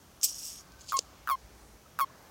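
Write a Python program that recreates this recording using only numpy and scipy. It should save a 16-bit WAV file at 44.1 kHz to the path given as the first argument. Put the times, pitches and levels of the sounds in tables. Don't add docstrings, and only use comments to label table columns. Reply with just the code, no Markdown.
import sys
import numpy as np
from scipy import signal
from scipy.io import wavfile
from scipy.ndimage import uniform_filter1d

SR = 44100
rng = np.random.default_rng(int(sys.argv[2]) if len(sys.argv) > 2 else 0)


def materialize(psi):
    bounded = np.clip(np.atleast_2d(psi).T, -1, 1)
    quanta = np.round(bounded * 32767).astype(np.int16)
    wavfile.write(sys.argv[1], SR, quanta)


def ratio(d):
    e = np.asarray(d, float) / 20
    return 10 ** e


N = 101430

# frequency in Hz, level in dB per Hz.
NIGHT_AIR = [(25, -36), (60, -7.5), (130, -11), (370, -16.5), (1160, -17.5), (1900, -25), (8000, -33),
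             (16000, -35)]
# time in seconds, level in dB.
ENGINE_HUM = [(0, -65), (.8, -65), (1.35, -60), (1.5, -59), (1.9, -63.5), (2.3, -69)]
# start in seconds, length in seconds, level in dB, pitch in Hz.
FAR_CALLS = [
    (0.661, 0.24, -65, 1535),
    (1.855, 0.014, -56.5, 1300),
    (2.095, 0.015, -56, 1100),
]
# time in seconds, level in dB, brightness in dB.
SWISH_PATH = [(.212, -55.5, -6), (.229, -43, -5), (.233, -26.5, -2), (.246, -24, 3.5), (.268, -35, -5),
              (.339, -45, -11), (.479, -40.5, -3.5), (.6, -50, -28), (.65, -77, -4)]
# time in seconds, level in dB, brightness in dB.
SHIFT_PATH = [(.79, -63, -38), (.807, -53.5, -35), (.810, -45, -33), (.832, -61, -33), (.865, -59.5, -33),
              (.89, -46.5, -33), (.898, -37.5, -29), (.918, -45.5, -33), (.94, -47, -33)]
# time in seconds, level in dB, brightness in dB.
TUG_PATH = [(.955, -58, -25), (.972, -34.5, -20), (.985, -43.5, -32), (.994, -41, -33), (1.005, -54, -25),
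            (1.07, -75, -25)]
# frequency in Hz, width in Hz, level in dB.
WEAVE_RINGS = [(3320, 1210, -14), (5720, 960, 0), (6500, 1330, -1), (7880, 2500, -12), (11520, 2350, -11)]
# frequency in Hz, width in Hz, level in dB.
FOLD_RINGS = [(3700, 2600, -2.5), (5000, 2600, 7), (6470, 1400, 7), (8800, 1200, -6)]
# frequency in Hz, width in Hz, level in dB.
SHEEN_RINGS = [(3500, 140, -6.5), (7520, 1700, 13.5), (10500, 1400, -21), (12970, 2300, 8.5),
               (14060, 1900, 2.5)]
# time in seconds, peak in dB, centre in Hz, low thump in dB.
CLOTH_SNAPS = [
    (0.2136, -31.5, 5560, -40),
    (0.2314, -16.5, 5700, -39),
    (.72, -46, 5000, -33),
    (0.809, -43, 6200, -40),
    (0.9693, -18, 6500, -30.5),
    (0.9863, -25, 5740, -36),
    (0.99, -10, 5540, -23),
]
# start in seconds, held time in seconds, level in dB, pitch in Hz,
# share of the pitch by which it starts sharp.
CORD_BURSTS = [(0.921, 0.0012, -22, 1148, 0.22), (0.929, 0.0035, -24, 1158, 0.083),
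               (0.9369, .045, -23, 1085, 0.03), (1.2737, 0.00017, -21.5, 1140, 0.44),
               (1.281, 0.0008, -23.5, 1280, 0.26), (1.289, 0.0014, -20.5, 1156, 0.14),
               (1.2971, 0.0024, -20.5, 1161, 0.13), (1.304, 0.0035, -21.5, 1144, 0.04),
               (1.3108, .042, -21, 1084, 0.082), (1.989, 0.0002, -18.5, 1215, 0.18),
               (1.995, 0.0009, -19, 1120, 0.14), (2.0023, 0.0033, -21, 1157, 0.13),
               (2.009, .035, -20, 1104, 0.12)]
# frequency in Hz, level in dB.
THROAT_CURVE = [(2200, -18), (4400, -21.5), (7500, -33), (9700, -32), (10800, -18), (11900, -33),
                (13500, -21), (15200, -15)]


def unit(x):
    return x / np.sqrt(np.mean(x ** 2))


def ring(x, hz, width):
    centre = min(hz, 0.45 * SR)
    b, a = signal.iirpeak(centre, max(hz / width, 0.3), fs=SR)
    return signal.lfilter(b, a, x)


def ring_twice(x, hz, width):
    return ring(ring(x, hz, width), hz, width)


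def walk(rate, n=N):
    k = max(int(SR / rate), 1)
    held = np.repeat(rng.standard_normal(n // k + 1), k)
    return 2.03 * uniform_filter1d(uniform_filter1d(held, k), k)[:n]


def add(out, s, x):
    i = int(s * SR)
    out[i:i + len(x)] += x[:N - i]


def night():
    air = 0
    air_hz, air_db = np.array(NIGHT_AIR).T
    for hz in 35 * 2 ** np.arange(0, 9.4, 0.5):
        per_hz = np.interp(np.log(hz), np.log(air_hz), air_db)
        db = per_hz + 10 * np.log10(hz) + 1.35 * walk(6.96)
        air = air + ratio(db) * unit(ring_twice(rng.standard_normal(N), hz, hz / 2))
    hum_s, hum_db = np.array(ENGINE_HUM).T
    hum_level = ratio(np.interp(np.arange(N) / SR, hum_s, hum_db))
    hum = hum_level * unit(ring(rng.standard_normal(N), 56, 9.8))
    hiss = ratio(-68) * unit(ring(rng.standard_normal(N), 5900, 1470))
    return ratio(-57) * unit(air) + hum + hiss


def far_toads():
    out = np.zeros(N)
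    for s, length, db, hz in FAR_CALLS:
        n = int(length * SR)
        note = unit(ring_twice(rng.standard_normal(n), hz, 45))
        add(out, s, ratio(db) * np.sqrt(np.hanning(n)) * note)
    return out


def cloth_tone(clicks, resonances):
    tone = 0
    for hz, width, db in resonances:
        flicker = ratio(db + 1.2 * walk(150))
        tone = tone + flicker * ring_twice(clicks, hz, 0.98 * width)
    return unit(tone)


def sleeve(path, weave, clicks_per_s):
    t = np.arange(N) / SR
    s, db, bright_db = np.array(path).T
    struck = rng.random(N) < clicks_per_s / SR
    grain = ratio(2.0 * rng.exponential(size=N))
    clicks = struck * grain * rng.standard_normal(N)
    no_lows = signal.butter(6, 2300, "high", fs=SR, output="sos")
    clicks = signal.sosfilt(no_lows, clicks)
    level = ratio(np.interp(t, s, db, -120, -120))
    bright = ratio(np.interp(t, s, bright_db))
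    return level * (cloth_tone(clicks, weave) + bright * cloth_tone(clicks, SHEEN_RINGS))


def snaps():
    SNAP_S, THUMP_HZ, THUMP_S = 0.0015, 500, 0.003
    out = np.zeros(N)
    t = np.arange(SR // 30) / SR
    for s, db, hz, thump_db in CLOTH_SNAPS:
        burst = rng.standard_normal(len(t)) * np.exp(-t / SNAP_S)
        width = 0.43 * hz
        edge = ratio(-31) * np.diff(burst, prepend=0)
        crack = ring(ring(burst, hz, width), hz, 2 * width) + edge
        thump = 2 * t / THUMP_S * np.exp(-2 * t / THUMP_S)
        knock = ratio(thump_db) * thump * np.sin(2 * np.pi * THUMP_HZ * t)
        add(out, s, ratio(db) * (crack / np.abs(crack).max() + 3 * knock))
    return out


def toad():
    KICK_S, SAG_HZ_PER_S, JITTER = 0.0023, 850, 0.004
    ATTACK_S, SOFT_ATTACK_S = 0.00127, 0.00374
    RELEASE_DB_PER_S, FADE_DB, FADE_S = 6998, 11, 0.048
    STUTTER, STUTTER_AT_S, STUTTER_S = 0.3, 0.0056, 0.0012
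    EFFORT, FULL_DB, OVERTONE_FADE_DB, OVERTONE_WOBBLE_DB = 1.2, -18.5, 2.8, 1.0
    PUFF_DB, PUFF_S, BREATH_DB, BREATH_S = -2, 0.00043, -22.5, 0.025
    LEAK_DB, LEAK_S = -22.5, 0.0017
    out = np.zeros(N)
    t = np.arange(SR // 14) / SR
    throat_hz, throat_db = np.array(THROAT_CURVE).T
    for s, held, db, hz, kick in CORD_BURSTS:
        sharp = kick > 0.03
        sag = SAG_HZ_PER_S * t * (1 if sharp else 0.3)
        f = hz * (1 + kick * np.exp(-t / KICK_S)) - sag
        f = f * (1 + JITTER * walk(580, n=len(t)))
        phase = 2 * np.pi * np.cumsum(f) / SR

        tired = (t / FADE_S) ** (1.3 if sharp else 3.0)
        shut_db = RELEASE_DB_PER_S * np.maximum(t - held - ATTACK_S, 0)
        swell = np.minimum(t / (ATTACK_S if sharp else SOFT_ATTACK_S), 1) ** 1.85
        stutter = STUTTER * sharp * np.exp(-((t - STUTTER_AT_S) / STUTTER_S) ** 2)
        env = swell * ratio(db - FADE_DB * tired - shut_db) * (1 - stutter)

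        note = np.sin(phase)
        bright_db = EFFORT * (db - FULL_DB)
        for k in range(2, 15):
            fade_db = OVERTONE_FADE_DB * k * (t / FADE_S) ** 2 + shut_db
            fade_db = fade_db - OVERTONE_WOBBLE_DB * walk(570, n=len(t))
            level_db = np.interp(k * f, throat_hz, throat_db) + bright_db - fade_db
            note = note + ratio(level_db) * np.sin(k * (phase - 1))

        air = rng.standard_normal(len(t))
        air = ratio(bright_db) * (air + 2 * ring(air, 15700, 2100))
        puff = ratio(PUFF_DB) * np.exp(-t / PUFF_S)
        breath = ratio(BREATH_DB) * np.exp(-t / BREATH_S)
        add(out, s, env * (note + air * (puff + breath)))
        leak = (air * np.exp(-t / LEAK_S))[::-1]
        add(out, s + ATTACK_S - t[-1], ratio(db + LEAK_DB) * leak)
    return out


def scene():
    cloth = sleeve(SWISH_PATH, WEAVE_RINGS, 16000)
    cloth = cloth + sleeve(SHIFT_PATH, FOLD_RINGS, 5000)
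    cloth = cloth + sleeve(TUG_PATH, FOLD_RINGS, 5000)
    cloth = cloth + snaps()
    duck = 1 / (1 + 9.0 * uniform_filter1d(np.abs(cloth), size=2000, origin=900))
    mid = duck * night() + far_toads() + cloth + toad()
    during_swish = np.abs(np.arange(N) / SR - 0.25) < 0.02
    side = ratio(-25) * ring(np.roll(cloth, 90), 9800, 3300) * during_swish
    return np.array([mid + side, mid - side])


def roll_off(x):
    return signal.sosfilt(signal.butter(12, 16950, fs=SR, output="sos"), x)


def record(dry):
    top_cut = signal.ellip(8, 0.2, 60, 16050, fs=SR, output="sos")
    mix = signal.sosfilt(top_cut, dry)
    return roll_off(mix)


dry = scene()
out = record(dry)
materialize(out)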